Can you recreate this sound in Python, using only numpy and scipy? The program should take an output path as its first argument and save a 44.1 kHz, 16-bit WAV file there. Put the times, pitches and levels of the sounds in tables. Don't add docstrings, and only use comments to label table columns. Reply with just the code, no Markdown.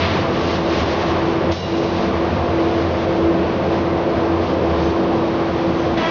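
import sys
import numpy as np
from scipy import signal
from scipy.fft import rfft, irfft, next_fast_len
from scipy.io import wavfile
from scipy.ndimage import uniform_filter1d

SR = 44100
rng = np.random.default_rng(int(sys.argv[2]) if len(sys.argv) > 2 else 0)


def int16_out(signal):
    q = np.round(np.clip(np.atleast_2d(signal).T, -1, 1) * 32767)
    wavfile.write(sys.argv[1], SR, q.astype(np.int16))


def amplitude_ratio(level_db):
    exponent = np.asarray(level_db, float) / 20
    return 10 ** exponent


N = 269096
TIME = np.arange(N) / SR

# pitch_hz, density_db (per Hz)
ROAR_SPECTRUM = [(30, -41), (42, -28), (60, -18.5), (75, -8.5), (120, -10.5), (180, -8), (270, -8.5),
                 (305, -9), (345, -7.5), (560, -8), (605, -10.5), (720, -10.5), (820, -14.5), (890, -13),
                 (940, -15.5), (1010, -13.5), (1200, -17.5), (1290, -20.5), (1470, -23), (2500, -27.5),
                 (4200, -33.5), (8000, -47.5)]
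ROAR_DB = -20
TREBLE_FLICKER_DB = 0.53
# pitch_hz, width_hz, level_db
BOOM_RESONANCES = [(141.5, 6, -37), (179.1, 27, -32), (243.6, 30, -37), (434.3, 71, -31.5),
                   (526.3, 38, -32.5)]
# time_s, share (1 = full booming, slightly more at its loudest)
BOOM_SHARE = [(0, 0.1), (.25, 0.6), (.45, 0.7), (.7, 0.1), (1, 0.1), (1.25, 1), (1.75, 1), (2, 1),
              (2.45, 0.82), (2.65, 0.93), (2.85, 1), (3.2, 1.08), (3.5, 0.97), (4.3, 1), (4.45, 0.8),
              (4.6, 0.98), (5.1, 0.98), (6.1, 0.65)]
BOOM_LOW_DB = -5.5

SHAFT_HZ, PISTONS = 47.72, 7
# time_s, level_db
PISTON_LEVEL = [(0.0, -32), (0.27, -25), (0.54, -30.5), (0.73, -24.5), (0.8, -39), (0.83, -26),
                (1.02, -32.5), (1.05, -27), (1.41, -21.5), (1.44, -38), (1.49, -19), (1.61, -49),
                (1.68, -25), (1.85, -24.5), (1.88, -32), (1.93, -24), (2.23, -21), (2.26, -28), (2.33, -25),
                (2.38, -29), (2.63, -21), (2.89, -26), (2.92, -40), (2.99, -23), (3.36, -19.5), (3.58, -27),
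                (3.65, -22), (3.91, -24), (4.33, -21.5), (4.48, -29), (4.52, -23), (5.98, -23.5),
                (6.01, -39), (6.1, -27)]
# time_s, level_db
OCTAVE_LEVEL = [(0, -29.5), (.5, -33.5), (.7, -34), (1.4, -37.5), (2, -33.5), (2.7, -35), (3.4, -36.5),
                (4.4, -32.5), (5, -38), (6.1, -52)]
# pitch in multiples of the shaft rate, and level_db of each
SHAFT_MULTIPLES = (4, 5, 6, 8, 11, 13)
SHAFT_LEVELS = [-40, -39.5, -43.5, -39, -42, -39.5]
# pitch_hz, and level_db of each
HUM_PITCHES = (47., 350., 700., 900., 1573., 3075., 3282.)
HUM_LEVELS = [-43.5, -39.5, -43, -43, -50.5, -64.5, -59.5]
# time_s, level_db
FAN_LEVEL = [(0.0, -30), (0.1, -26), (0.39, -43), (0.44, -29.5), (0.59, -34.5), (0.87, -26), (0.97, -36),
             (1.21, -28), (1.24, -38), (1.51, -25.5), (1.54, -33), (2.0, -33), (2.51, -24), (2.62, -36),
             (2.74, -26.5), (3.21, -34), (3.26, -23), (3.36, -47), (3.41, -24.5), (3.64, -32.5),
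             (3.96, -30), (4.13, -40), (4.18, -24.5), (4.6, -32), (4.64, -25.5), (4.96, -33), (4.99, -36),
             (5.84, -33), (5.93, -27.5), (6.1, -56.5)]

# pitch_hz, level_db, t60_s
STEEL_MODES = [(2832, 5, 2.7), (2856, -2, 1.5), (3074, -8, .6), (3941, 4.5, 2.1), (3905, -2, 1.5),
               (4307, -8, 1.2), (4963, -4, 1.2), (5416, -1, 1.5), (6067, -5, .8)]
# start_s, level_db, ring_db (added to the ring alone)
CLANG_BLOWS = [(1.513, -34.5, -6.5), (1.769, -46.5, -11), (1.83, -50, -12.5)]
REST_S, REST_T60_S = 1.86, 0.45
DIP_FALL_S, DIP_HOLD_S, DIP_RECOVER_S, DIP_DB = 0.024, 0.083, 0.06, -7.5
DIP_LINGER, DIP_LINGER_S = 0.44, 0.17

VALVE_S, LOADED_HZ = 5.972, 328
# pitch_hz, width_hz, level_db
VALVE_BANDS = [(124, 30, -25), (222, 50, -21), (320, 80, -23), (596, 400, -21), (1590, 200, -30),
               (2000, 300, -29), (2500, 2500, -27), (3420, 150, -32)]
LOADED_PARTIALS = [-33, -26, -31, -32, -37, -32, -35, -39, -41, -40]
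PIPE_HZ, PIPE_DB = 1008, -28
HALL_DB_PER_S, BOOM_DB_PER_S = -19, -100

# start_s, length_s, level_db
AIR_PUFFS = [(0.141, 0.08, -32.5), (0.342, 0.034, -33.5), (0.44, 0.045, -30), (0.527, 0.044, -29),
             (0.734, 0.097, -28.5), (0.891, 0.046, -30), (0.999, .025, -30.5), (1.081, 0.037, -31.5),
             (1.164, 0.034, -37), (1.271, 0.056, -37), (1.683, 0.1, -37), (1.963, 0.1, -34),
             (2.695, 0.14, -38.5), (2.972, 0.072, -37), (3.74, 0.067, -37.5), (4.434, 0.11, -39),
             (4.822, 0.084, -37), (5.251, .04, -44), (5.568, 0.78, -41)]
PUFF_SWELL_S, PUFF_FADE_S = 0.07, 0.016
# pitch_hz, density_db (per Hz)
PUFF_SPECTRUM = [(400, -33.5), (900, -6), (1300, -8), (2000, -7.5), (3400, -9), (5000, -13.5), (6300, -18),
                 (8000, -21)]
# pitch_hz, density_db (per Hz)
LEAK_SPECTRUM = [(400, -22), (800, -9.5), (1120, 4.5), (1400, -5), (2200, -6.5), (3400, -13), (5000, -19.5),
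                 (8000, -25.5)]
LEAK_DB, LEAK_DB_PER_S, LEAK_FAINT_DB = -26, -6, -45

GEAR_LEVELS = [-43.5, -49.5, -48, -52, -54, -57, -47.5, -49.5, -56, -46, -53, -52.5, -57.5, -54.5, -55,
               -60.5, -54, -55.5]
# start_s, pitch_hz, level_db, t60_s
FAR_TINGS = [(4.83, 6080, -47, .6), (5.775, 6100, -45, 0.6)]
# pitch_hz, gain_db
MIC_RESPONSE = [(4000, 0), (5500, -1), (6200, -4.5), (6700, -10.5), (7000, -15), (7300, -43), (7600, -69)]


def curve(table, column=1):
    rows = np.array(table, float)
    return np.interp(TIME, rows[:, 0], rows[:, column])


def unit(x):
    return x / np.sqrt(np.mean(x ** 2))


def walk(rate):
    steps = np.repeat(rng.standard_normal(int(TIME[-1] * rate) + 2), 16)
    slewed = uniform_filter1d(uniform_filter1d(steps, size=16), size=16)
    return 1.3 * np.interp(TIME * rate * 16, np.arange(len(slewed)), slewed)


def coloured(points, flicker_db, treble_db=0):
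    hz, db = np.transpose(points)
    size = next_fast_len(N)
    octave = np.log2(np.maximum(np.fft.rfftfreq(size, 1 / SR), 1))
    spectrum = rfft(rng.standard_normal(size)) * amplitude_ratio(np.interp(octave, np.log2(hz), db))
    together = treble_db * walk(24)
    out = 0
    for centre in range(4, 15):
        overlap = np.clip(1 - abs(octave - centre), 0, 1)
        part = irfft(spectrum * overlap, size)[:N]
        apart = flicker_db * (walk(5.5) + 0.95 * walk(1.0))
        out = out + part * amplitude_ratio(apart + (centre >= 10) * together)
    return unit(out)


def resonance(x, hz, width):
    return signal.lfilter(*signal.iirpeak(hz, hz / width, SR), x)


def band(hz, width):
    return unit(resonance(resonance(rng.standard_normal(N), hz, width), hz, width))


def tone(hz, waver_db, drift):
    phase = 2 * np.pi * (hz * TIME + rng.random()) + drift * walk(5)
    return np.sqrt(2) * amplitude_ratio(waver_db * walk(9)) * np.sin(phase)


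def since_valve():
    return np.maximum(TIME - VALVE_S, 0)


def roar():
    broad = amplitude_ratio(ROAR_DB) * coloured(ROAR_SPECTRUM, flicker_db=0.5, treble_db=TREBLE_FLICKER_DB)
    booms = sum(amplitude_ratio(db) * band(hz, width) for hz, width, db in BOOM_RESONANCES)
    return broad + booming() * booms


def booming():
    return amplitude_ratio(BOOM_LOW_DB * (1 - curve(BOOM_SHARE)) + BOOM_DB_PER_S * since_valve())


def piston():
    hz = PISTONS * SHAFT_HZ
    level = np.sqrt(uniform_filter1d(amplitude_ratio(curve(PISTON_LEVEL)) ** 2, size=1500))
    return level * (tone(hz, waver_db=0.94, drift=0.66) + amplitude_ratio(-9) * band(hz, 14))


def pump():
    octave = amplitude_ratio(curve(OCTAVE_LEVEL)) * tone(2 * PISTONS * SHAFT_HZ, waver_db=3.0, drift=0.5)
    shaft = sum(amplitude_ratio(db) * tone(k * SHAFT_HZ, waver_db=3.5, drift=0.65)
                for k, db in zip(SHAFT_MULTIPLES, SHAFT_LEVELS))
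    hum = sum(amplitude_ratio(db) * tone(hz, waver_db=1.7, drift=0.59) for hz, db in zip(HUM_PITCHES, HUM_LEVELS))
    return octave + shaft + hum


def fan():
    turns = np.cumsum(84.5 + 3.45 * walk(5)) / SR
    blades = amplitude_ratio(-1.0 + 1.6 * walk(8.1)) * np.sqrt(2) * np.sin(2 * np.pi * turns)
    duct = amplitude_ratio(-6) * band(87, 14)
    return amplitude_ratio(curve(FAN_LEVEL)) * (blades + duct)


def clangs():
    out = np.zeros(N)
    splash = band(3300, 5000)
    rings = [np.sin(2 * np.pi * hz * TIME + 0.8 * walk(45)) * amplitude_ratio(3 * walk(35) - 1)
             for hz, _, _ in STEEL_MODES]
    damped = amplitude_ratio(-60 * np.maximum(TIME - REST_S, 0) / REST_T60_S)
    for start, db, ring_db in CLANG_BLOWS:
        age = np.maximum(TIME - start, 0)
        modes = sum(amplitude_ratio(d - 60 * age / t60) * r for (_, d, t60), r in zip(STEEL_MODES, rings))
        build_up = 1 - np.exp(-(age / 0.055) ** 2)
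        ring = damped * amplitude_ratio(ring_db) * build_up * modes
        crack = amplitude_ratio(3.5 - 60 * age / 0.11)
        tail = amplitude_ratio(2.0 - 60 * age / 1.4)
        onset = 1 - np.exp(-age / 0.0034)
        out += amplitude_ratio(db) * (ring + onset * (crack + tail) * splash)
    return out


def dip():
    age = TIME - CLANG_BLOWS[0][0]
    after = np.maximum(age - DIP_FALL_S - DIP_HOLD_S, 0)
    brisk = (1 - DIP_LINGER) * np.clip(1 - after / DIP_RECOVER_S, 0, 1)
    lingering = DIP_LINGER * np.exp(-after / DIP_LINGER_S)
    return np.clip(age / DIP_FALL_S, 0, 1) * (brisk + lingering)


def valve_knock():
    age = since_valve()
    clack = sum(amplitude_ratio(db) * band(hz, width) for hz, width, db in VALVE_BANDS)
    return amplitude_ratio(-60 * age / 0.22) * (1 - np.exp(-age / 0.001)) * clack


def loaded_pump():
    age = since_valve()
    phase = 2 * np.pi * LOADED_HZ * TIME + 0.15 * walk(70)
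    pulses = 0
    for k, db in enumerate(LOADED_PARTIALS, start=1):
        rough_phase = k * phase + 1.2 * walk(80) + 2 * np.pi * rng.random()
        pulses = pulses + np.sqrt(2) * amplitude_ratio(db + 3.5 * walk(60)) * np.sin(rough_phase)
    pipe = amplitude_ratio(PIPE_DB) * band(PIPE_HZ, 70)
    oil = amplitude_ratio(-30) * band(1700, 3200)
    return (1 - np.exp(-(age / 0.04) ** 2)) * (pulses + pipe) + (1 - np.exp(-age / 0.018)) * oil


def hiss():
    leak_level = amplitude_ratio(np.maximum(LEAK_DB + LEAK_DB_PER_S * TIME, LEAK_FAINT_DB))
    leak = leak_level * coloured(LEAK_SPECTRUM, flicker_db=3.1)
    power = 0
    for start, length, db in AIR_PUFFS:
        before = np.maximum(start - TIME, 0) / PUFF_SWELL_S
        after = np.maximum(TIME - start - length, 0) / PUFF_FADE_S
        power = power + amplitude_ratio(db) ** 2 * np.exp(-2 * (before + after))
    puffs = np.sqrt(power) * coloured(PUFF_SPECTRUM, flicker_db=0.0)
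    return amplitude_ratio(0.6 * walk(33)) * (leak + puffs)


def clatter():
    return sum(amplitude_ratio(db) * tone(k * SHAFT_HZ, waver_db=3.0, drift=0.55)
               for k, db in zip(range(15, 33), GEAR_LEVELS))


def tings():
    out = 0
    for start, hz, db, t60 in FAR_TINGS:
        age = np.maximum(TIME - start, 0)
        out = out + amplitude_ratio(db - 60 * age / t60) * (1 - np.exp(-age / 0.004)) * band(hz, 300)
    return out


def scene():
    hall = roar() + pump() + clatter() + hiss() + tings()
    hall_gain = amplitude_ratio(DIP_DB * dip() + HALL_DB_PER_S * since_valve())
    mix = hall_gain * hall + piston() + fan() + clangs() + valve_knock() + loaded_pump()
    return mix[None]


def band_limit(x):
    return signal.sosfilt(signal.butter(12, 7270, fs=SR, output="sos"), x)


def record(dry):
    rounded = np.tanh(1.625 * dry) / 1.622
    bass_cut = signal.butter(3, 42, "high", fs=SR, output="sos")
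    x = signal.sosfilt(bass_cut, rounded)
    hz, db = np.transpose(MIC_RESPONSE)
    size = next_fast_len(N)
    response = amplitude_ratio(np.interp(np.fft.rfftfreq(size, 1 / SR), hz, db))
    mix = irfft(rfft(x, size) * response, size)[:, :N]
    return band_limit(mix)


dry = scene()
out = record(dry)
int16_out(out)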